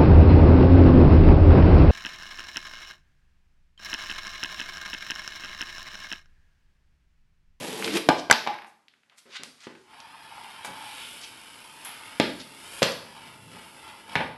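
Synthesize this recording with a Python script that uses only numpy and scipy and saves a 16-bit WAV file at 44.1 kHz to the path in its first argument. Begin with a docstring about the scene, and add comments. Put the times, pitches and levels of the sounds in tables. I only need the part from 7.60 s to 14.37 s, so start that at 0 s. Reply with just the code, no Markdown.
"""A live room with a wooden floor: a dog pulls a cardboard tube off a box, drops it, paws at it and
drags it away. The hollow tube rings at every knock and hums while its rim scrapes along. Box flaps
drone, floorboards rumble, claws and teeth tick and scuff, and something small and hard clinks once.
The room answers each blow, and the nearest ones overload the microphone."""
import sys
import numpy as np
from scipy import signal
from scipy.fft import rfft, irfft
from scipy.io import wavfile
from scipy.ndimage import map_coordinates

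SR = 44100
rng = np.random.default_rng(int(sys.argv[2]) if len(sys.argv) > 2 else 0)


def digitize_waveform(pressure):
    """Quantize a signal to 16-bit integers and store it at the path in sys.argv[1].

    Rows of a 2-D input are taken as channels; values are limited to [-1, 1].
    """
    field = np.atleast_2d(pressure).T
    bounded = np.clip(field, -1, 1)
    quanta = np.round(bounded * 32767).astype(np.int16)
    wavfile.write(sys.argv[1], SR, quanta)


N = 298557
TIME = np.arange(N) / SR


def gain_of(db):
    """Decibels to amplitude."""
    return 10 ** (np.asarray(db) / 20)


def unit_rms(x):
    """Scales to rms 1."""
    return x / np.sqrt(np.mean(x ** 2) + 1e-20)


def burst_energy(x, decay_s):
    """Scales x to the energy of unit noise decaying over decay_s."""
    return x / np.linalg.norm(x) * np.sqrt(decay_s * SR / 2)


def lookup(points, hz):
    """Interpolates a table over log frequency."""
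    points_hz, values = np.transpose(points)
    return np.interp(np.log(hz + 1), np.log(points_hz + 1), values)


def add(mix, start_s, sound):
    """Mixes a sound in at start_s."""
    part = mix[max(round(start_s * SR), 0):][:len(sound)]
    part += sound[:len(part)]


def envelope(times_s, levels_db, rise_s, fall_s):
    """Gain curve with exponential skirts outside its points."""
    outside = np.maximum(times_s[0] - TIME, 0) / rise_s + np.maximum(TIME - times_s[-1], 0) / fall_s
    return gain_of(np.interp(TIME, times_s, levels_db)) * np.exp(-outside)


def filtered(x, hz, kind, order):
    """Low-pass or high-pass."""
    return signal.sosfilt(signal.butter(order, min(hz, SR * .45), kind, fs=SR, output="sos"), x)


def band(x, hz, spread):
    """Soft band from hz / spread to hz * spread, spread at least 1.05; rms 1."""
    spread = max(spread, 1.05)
    edges_hz = [hz / spread, min(hz * spread, SR * .45)]
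    return unit_rms(signal.sosfilt(signal.butter(2, edges_hz, "band", fs=SR, output="sos"), x))


def coloured(x, spectrum):
    """Shapes x by a spectrum; rms 1."""
    gains = gain_of(lookup(spectrum, np.fft.rfftfreq(N, 1 / SR)))
    return unit_rms(irfft(rfft(x) * gains, N))


def resonate(x, modes):
    """Body resonances driven by x; rms 1."""
    return unit_rms(sum((-1) ** k * gain_of(db) * signal.lfilter(*signal.iirpeak(hz, hz / width, SR), x)
                        for k, (hz, width, db) in enumerate(modes)))


def ring(modes, t60_s, t):
    """Struck modes; the place of the blow shifts them and favours some."""
    hz, db = np.transpose(modes)[:, :, None]
    hz = hz * rng.uniform(.985, 1.015, hz.shape)
    sign = (-1) ** np.arange(len(modes))[:, None]
    strength = sign * gain_of(db + rng.standard_normal(hz.shape))
    return (strength * np.exp(-np.log(1000) * t / t60_s) * np.sin(2 * np.pi * hz * t)).sum(0)


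def judder(depth_db, rate_hz):
    """Random gain of an unsteady contact pressure."""
    return gain_of(depth_db * unit_rms(filtered(rng.standard_normal(N), rate_hz, "low", order=2)))


def friction(catches_per_s, size_db, judder_db, judder_hz):
    """Fibres catch and release in tiny uneven clicks under juddering pressure."""
    catches = (rng.random(N) < catches_per_s / SR) * rng.standard_normal(N)
    sizes = gain_of(size_db * np.minimum(rng.exponential(1, N), 4))
    return unit_rms(catches * sizes * judder(judder_db, judder_hz))


def crush(t, decay_s):
    """Crushed fibres: a dying, pitchless spray of clicks."""
    spray = rng.standard_normal(len(t)) * np.exp(-t / decay_s)
    for _ in range(4):
        whitened = irfft(np.exp(1j * np.angle(rfft(spray))), len(t))
        spray = whitened * np.exp(-(t / decay_s / 4) ** 2)
    return spray


# Still air: freq_hz, density_db
AIR_SPECTRUM = [(30, 3.5), (100, -3), (240, 3.5), (500, -4.5), (1500, -2), (4000, -10.5), (7000, -12.5),
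                (12000, -19)]

def air(level_db=-73):
    """Faint steady noise of the room."""
    return gain_of(level_db) * coloured(rng.standard_normal(N), AIR_SPECTRUM)


# Room decay: freq_hz, t60_s
ROOM_DECAY = [(100, 0.74), (300, 0.5), (1000, 0.5), (3000, 0.41), (5000, 0.52), (8000, 0.46), (12000, 0.57)]
# Reflection colour: freq_hz, gain_db
ROOM_SPECTRUM = [(40, -10.5), (120, -10), (300, 0), (1000, -1.5), (3000, 0), (5000, -0.5), (6500, -6),
                 (12000, 1)]

def room_tail(gap_s=.0033, build_s=.00033):
    """Dense reflections after a short gap, each band dying at its own rate."""
    hz, t, bands = signal.stft(rng.choice([-1., 1.], SR), SR, nperseg=256)
    bands = bands * np.exp(-np.log(1000) * t / lookup(ROOM_DECAY, hz)[:, None])
    bands *= gain_of(lookup(ROOM_SPECTRUM, hz))[:, None]
    onset = 1 - np.exp(-np.maximum(TIME[:SR] - gap_s, 0) / build_s)
    return signal.istft(bands, SR, nperseg=256)[1][:SR] * onset


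def room(x, tails=4, glide_s=.17, gain_db=-27.5):
    """Dog and microphone keep moving, so the reflections glide from one tail to the next."""
    out = np.zeros(N)
    for k in range(tails):
        distance = np.abs((TIME / glide_s - k + tails / 2) % tails - tails / 2)
        crossfade = np.cos(np.pi / 2 * np.minimum(distance, 1))
        out += signal.oaconvolve(x * crossfade, room_tail())[:N]
    return gain_of(gain_db) * out


# Metal modes: pitch_hz, gain_db, unused_t60_s
CLINK_MODES = [(4674, -1, 1.2), (6100, -11.5, 0.49), (7100, -13.5, 0.52)]

def clink(start_s=1.8345, level_db=-57.5, t60_s=.41):
    """One thin metallic ring, probably from the collar."""
    out, t = np.zeros(N), np.arange(SR // 2) / SR
    modes = [(hz, db) for hz, db, _ in CLINK_MODES]
    add(out, start_s, gain_of(level_db) * ring(modes, t60_s, t))
    return out


def bounces(start_s=.94, level_db=-34, centre_hz=1750, gap_s=.046, gap_ratio=.74, loss_db=2.5):
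    """Tick rows for the dropped tube settling, each bounce sooner and weaker."""
    return [(start_s + gap_s * sum(gap_ratio ** np.arange(k)), level_db - loss_db * k, centre_hz)
            for k in range(4)]


# Claws and teeth on cardboard and wood: start_s, level_db, centre_hz
CLAW_TICKS = [(0.224, -24.5, 1770), (0.244, -20.5, 3270), (0.277, -23.5, 1950), (0.379, -41, 4000),
              (1.2826, -46.5, 2830), (1.3377, -53.5, 1930), (1.433, -57.5, 2025), (1.4969, -51.5, 2690),
              (2.0047, -49, 3970), (2.1515, -46, 1984), (2.3354, -50, 1790), (2.402, -40, 3900),
              (3.614, -41, 4800), (4.248, -35, 9750), (5.32, -32, 4500)]

def ticks(decay_s=.0032, click_db=-13):
    """Short hard touches of claws, teeth and the settling tube, each topped by a tight click."""
    out, t = np.zeros(N), np.arange(SR // 20) / SR
    for start_s, level_db, centre_hz in CLAW_TICKS + bounces():
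        grit = crush(t, decay_s)
        tick = band(grit, centre_hz, spread=1.53) + gain_of(click_db) * unit_rms(grit)
        add(out, start_s, gain_of(level_db) * burst_energy(tick, decay_s))
    return out


# Paw brushes, cardboard rubs, rim catches: peak_s, level_db, centre_hz, spread_ratio, rise_s, fall_s
SCUFF_STROKES = [(0.362, -22.5, 321.5, 0.92, 0.032, 0.014), (0.375, -29, 2600, 1.8, 0.056, 0.0041),
                 (0.598, -38.5, 4000, 1.56, 0.022, 0.01), (1.072, -62.5, 8000, 1.42, 0.007, 0.026),
                 (1.524, -62.5, 1280, 1.94, 0.019, 0.045), (1.583, -51.5, 3800, 2.6, 0.0066, 0.016),
                 (1.77, -36, 2320, 2.05, 0.027, 0.005), (2.045, -48, 2315, 2.34, 0.029, 0.019),
                 (2.2, -67, 2900, 3, 0.3, .15), (2.8, -48, 905, 1.18, .025, 0.034),
                 (3.048, -38, 3240, 3.8, .002, 0.021), (3.25, -41.5, 863, 1.05, 0.021, 0.046),
                 (3.41, -45.5, 2940, 1.24, 0.2, 0.16), (3.640, -40, 3870, 1.52, 0.012, 0.012),
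                 (4.251, -38, 10700, 1.1, .002, 0.023), (4.256, -41.5, 1580, 2.25, 0.0071, 0.078),
                 (4.805, -40.5, 4000, 1.42, 0.011, 0.014), (5.23, -24.5, 3200, 2.6, 0.0034, 0.0086),
                 (5.890, -50, 138, 1.34, 0.13, 0.11), (6.318, -45, 870, 0.72, 0.0092, 0.013)]

def scuffs(fizz_db=-20):
    """Brief friction strokes that swell and fade; the bright ones carry a fine fizz."""
    out = np.zeros(N)
    grains = friction(8100, size_db=-2, judder_db=0, judder_hz=92.8)
    for peak_s, level_db, centre_hz, spread, rise_s, fall_s in SCUFF_STROKES:
        fizz = gain_of(fizz_db) * grains * (centre_hz > 2000)
        out += envelope([peak_s], [level_db], rise_s, fall_s) * (band(grains, centre_hz, spread) + fizz)
    return out


# Tube sliding off the box: time_s, drone_db, rasp_db
SLIDE_LEVELS = [(0.0, -31, -42), (0.184, -36.5, -41.5), (0.258, -28.5, -39.5), (0.316, -34, -44.5),
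                (0.364, -27, -34.5), (0.374, -28, -29), (0.398, -35.5, -49), (0.442, -55, -57),
                (0.47, -38.5, -56.5)]
# Box flap resonances: pitch_hz, width_hz, gain_db
FLAP_MODES = [(106, 340, -13), (202, 8.1, -0.5), (253, 19, -10.5), (339, 18, -1), (446, 28, -1),
              (582, 70, -6), (1040, 82, -26)]
# Cardboard on cardboard: freq_hz, density_db
SLIDE_SPECTRUM = [(300, -19.5), (800, 3), (1400, -6.5), (1900, -3), (3200, -3), (4800, -8.5), (6500, -10.5),
                  (11500, -11.5)]

def slide(drone_trim_db=-1, rasp_trim_db=7.5):
    """The tube rasps over the box edge and sets the flaps droning."""
    times_s, drone_db, rasp_db = np.transpose(SLIDE_LEVELS)
    grains = friction(6000, size_db=-1, judder_db=-1, judder_hz=70)
    drone = resonate(band(grains, hz=260, spread=2.1), FLAP_MODES)
    rasp = coloured(grains, SLIDE_SPECTRUM)
    return (drone * envelope(times_s, drone_db + drone_trim_db, rise_s=.01, fall_s=.032)
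            + rasp * envelope(times_s, rasp_db + rasp_trim_db, rise_s=.01, fall_s=.072))


def moving_reflections(x, delays_s=(.0013, .0029), gain=.38):
    """Floor and wall paths change as the tube swings: a shifting comb."""
    out = x.copy()
    for delay_s in delays_s:
        swing = np.interp(TIME, np.linspace(0, TIME[-1], 30), rng.uniform(.8, 1.2, 30))
        out += gain * map_coordinates(x, [(TIME - delay_s * swing) * SR], order=3)
    return unit_rms(out)


# Rim on the floor: time_s, effort_db, grip_fraction (0 sliding, 1 catching)
DRAG_EFFORT = [(2.328, -52.5, 0.86), (2.901, -45.5, 0.71), (3.1, -46.5, 0.78), (3.25, -42, 0.49),
               (3.52, -44.5, 0.13), (3.74, -48, 0.42), (4.15, -48, 0.37), (4.45, -44.5, 0.54),
               (4.9, -50, 0.29), (5.19, -40.5, 0.17), (5.4, -50, 0.64), (5.63, -46.5, 0.73),
               (5.85, -54, 0.29), (5.98, -46, 0.53), (6.12, -51, 0.33), (6.3, -46, 0.69), (6.46, -52, 0.57),
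               (6.53, -41.5, 0.83)]
# Scraped boards: freq_hz, density_db
RUMBLE_SPECTRUM = [(30, 9), (60, 7.5), (110, 7.5), (180, 5.5), (245, 10), (330, 7), (480, 6), (700, 3),
                   (1100, -52)]
# Rubbed tube resonances: pitch_hz, width_hz, gain_db
HUM_MODES = [(886.5, 47, 22.5), (935, 13, 0.5), (1050, 200, 4.5), (1090, 60, -12), (1460, 690, 0),
             (1503, 77, 7)]
# Rasping fibres: freq_hz, density_db
RASP_SPECTRUM = [(600, -12.5), (1200, 4.5), (1800, 2), (2300, 5.5), (3100, 6.5), (4100, -2), (5200, 0),
                 (6300, -14.5), (9000, -53)]
# Freely sliding rim: freq_hz, density_db
HISS_SPECTRUM = [(3500, -36.5), (6300, -2), (7800, 6), (9500, 6), (10600, 9.5), (12000, 2)]

def drag(rumble_rise_db_per_s=1.5):
    """The rim rasps over rumbling boards; catching, it sets the tube humming; sliding, it hisses."""
    times_s, effort_db, grip = np.transpose(DRAG_EFFORT)
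    grains = friction(9000, size_db=2, judder_db=-.25, judder_hz=45)
    chatter = judder(depth_db=2.2, rate_hz=35) * band(grains, hz=1370, spread=4.37)
    rise_db = rumble_rise_db_per_s * (times_s - times_s[0])  # grows as the dog moves off
    voices = [(coloured(grains, RUMBLE_SPECTRUM), .49 * effort_db - 36 + rise_db),
              (resonate(chatter, HUM_MODES), effort_db - 14 + 19 * grip),
              (coloured(moving_reflections(grains), RASP_SPECTRUM), effort_db),
              (coloured(grains, HISS_SPECTRUM), effort_db + 1 - 11.5 * grip)]
    return sum(sound * envelope(times_s, db, rise_s=.051, fall_s=.13) for sound, db in voices)


def rim_crack(t, top_hz, hard_hz=5100, crush_cycles=16, snap_db=-17):
    """Fibres crush at the contact: a soft one lasts longer, a hard one snaps in the treble."""
    decay_s = crush_cycles / top_hz
    grit = filtered(crush(t, decay_s), 700, "high", order=1)
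    snap = gain_of(snap_db) * min(top_hz / hard_hz, 1) ** 4 * grit
    return burst_energy(filtered(grit, top_hz, "low", order=3) + snap, decay_s)


# Struck hollow tube: pitch_hz, gain_db
TUBE_MODES = [(780, -13.5), (852, -5.5), (890, -7.5), (965, -9), (1204, -10.5), (1462, -9.5), (1620, -5.5),
              (1994, -7.5), (2313, -4.5), (3050, -4.5), (3765, -8.5), (5130, -13)]
# Struck floorboards: pitch_hz, gain_db
BOARD_MODES = [(125, -15), (175, -4), (215, -1.5), (244, 2), (315, -13), (380, -6.5), (445, -13),
               (520, -10.5), (600, -6)]

def blow(thump_db, thump_hz, tube_db, boards_db, crack_db, top_hz, hollow_hz=850, hollow_t60_s=.125):
    """The tube wall swings a cycle or two, the rim cracks, tube and boards ring."""
    t = np.arange(SR // 3) / SR
    swing_decay_s = .6 / thump_hz + .0008
    swing = -np.sin(2 * np.pi * thump_hz * t) * np.exp(-t / swing_decay_s)
    thump = gain_of(thump_db) * filtered(swing, thump_hz / 2, "high", order=1)  # small wall, little bass
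    crack = gain_of(crack_db) * rim_crack(t, top_hz)
    modes_hz = np.array(TUBE_MODES)[:, :1]
    tube_t60_s = hollow_t60_s * (hollow_hz / modes_hz) ** 1.5  # cardboard damps high modes sooner
    tube = gain_of(tube_db) * ring(TUBE_MODES, tube_t60_s, t)
    boards = gain_of(boards_db) * ring(BOARD_MODES, t60_s=.08, t=t)
    body = filtered(thump + tube + boards, 2 * top_hz, "low", order=2)  # soft contact, round attack
    return crack + body


# Paws landing on the floor: start_s, thump_db, thump_hz
PAW_STEPS = [(1.656, -50, 381), (1.796, -43, 240), (2.093, -44, 344), (3.077, -40, 160), (5.933, -42, 198),
             (6.243, -61, 105)]
# Tube striking box, floor and chair:
# start_s, thump_db, thump_hz, tube_db, boards_db, crack_db, top_hz, send_db
TUBE_KNOCKS = [(0.4884, 4, 678, -16, -19, -10.5, 4240, -10), (.4900, -3, 271, -29, -45.5, -20, 8080, -9),
               (0.4999, -35, 870, -8, -34, -33, 503, -15), (0.6995, -5, 664, -15.5, -34, -20, 3900, -9.5),
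               (0.7111, 19.5, 1592, -11, -31, 7.5, 6500, -31),
               (0.7257, -27.5, 1290, -28.5, -37, -11, 5500, -4),
               (0.865, -19, 872, -31.5, -40.5, -36.5, 2390, 0.5),
               (0.8737, -10, 856, -29.5, -51, -24.5, 3440, -5),
               (1.8342, -46, 604, -54, -60, -27.5, 9600, -5.5),
               (2.069, -26, 351, -43.5, -48.5, -41, 2930, -5),
               (3.0470, -27.5, 697, -30, -53, -50, 4940, -3),
               (4.5990, -6.5, 261, -37, -50, -14, 3970, -2.5),
               (4.5999, -4.5, 680, -22, -28, -23, 9300, -10),
               (5.2204, -3.5, 540, -53, -27, -19, 3330, -5.5),
               (5.2285, -14, 182, -37, -34, -11, 5100, -3.5), (6.5550, -4, 1750, -23, -55, -17.5, 2700, -4),
               (6.5606, -18.5, 140, -41, -37, -35, 2500, 1.5),
               (6.606, -14, 590, -25, -29, -34.5, 2100, -4.5)]

def knocks(paw_top_hz=2180, paw_send_db=7):
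    """Tube blows and softer paw falls; returns direct sound and room send."""
    direct, send = np.zeros(N), np.zeros(N)
    paws = [(start_s, db, hz, db - 30, db - 12, db - 10.5, paw_top_hz, paw_send_db)
            for start_s, db, hz in PAW_STEPS]
    for start_s, *contact, send_db in TUBE_KNOCKS + paws:
        sound = blow(*contact)
        add(direct, start_s, sound)
        add(send, start_s, gain_of(send_db) * sound)
    return direct, send


def scene(scrape_db=-3, tick_send_db=-7, scuff_send_db=-6.5, scrape_send_db=-8.5):
    """Knocks, touches and scraping in the room, over still air."""
    knocking, send = knocks()
    ticking = ticks() + clink()
    scuffing = scuffs()
    scraping = gain_of(scrape_db) * (slide() + drag())
    send += gain_of(tick_send_db) * ticking
    send += gain_of(scuff_send_db) * scuffing
    send += gain_of(scrape_send_db) * scraping
    return (knocking + ticking + scuffing + scraping + room(send) + air())[None]


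def record(dry, low_cut_hz=85, ceiling=.74, high_cut_hz=12080):
    """Microphone: bass cut, flat-topped overload, band limit."""
    thinned = filtered(dry, low_cut_hz, "high", order=2)
    clipped = thinned / (1 + (thinned / ceiling) ** 6) ** (1 / 6)
    band_limit = signal.firwin(255, high_cut_hz, window=("kaiser", 9), fs=SR)
    return signal.oaconvolve(clipped, band_limit[None], "same")


dry = scene()
out = record(dry)
digitize_waveform(out)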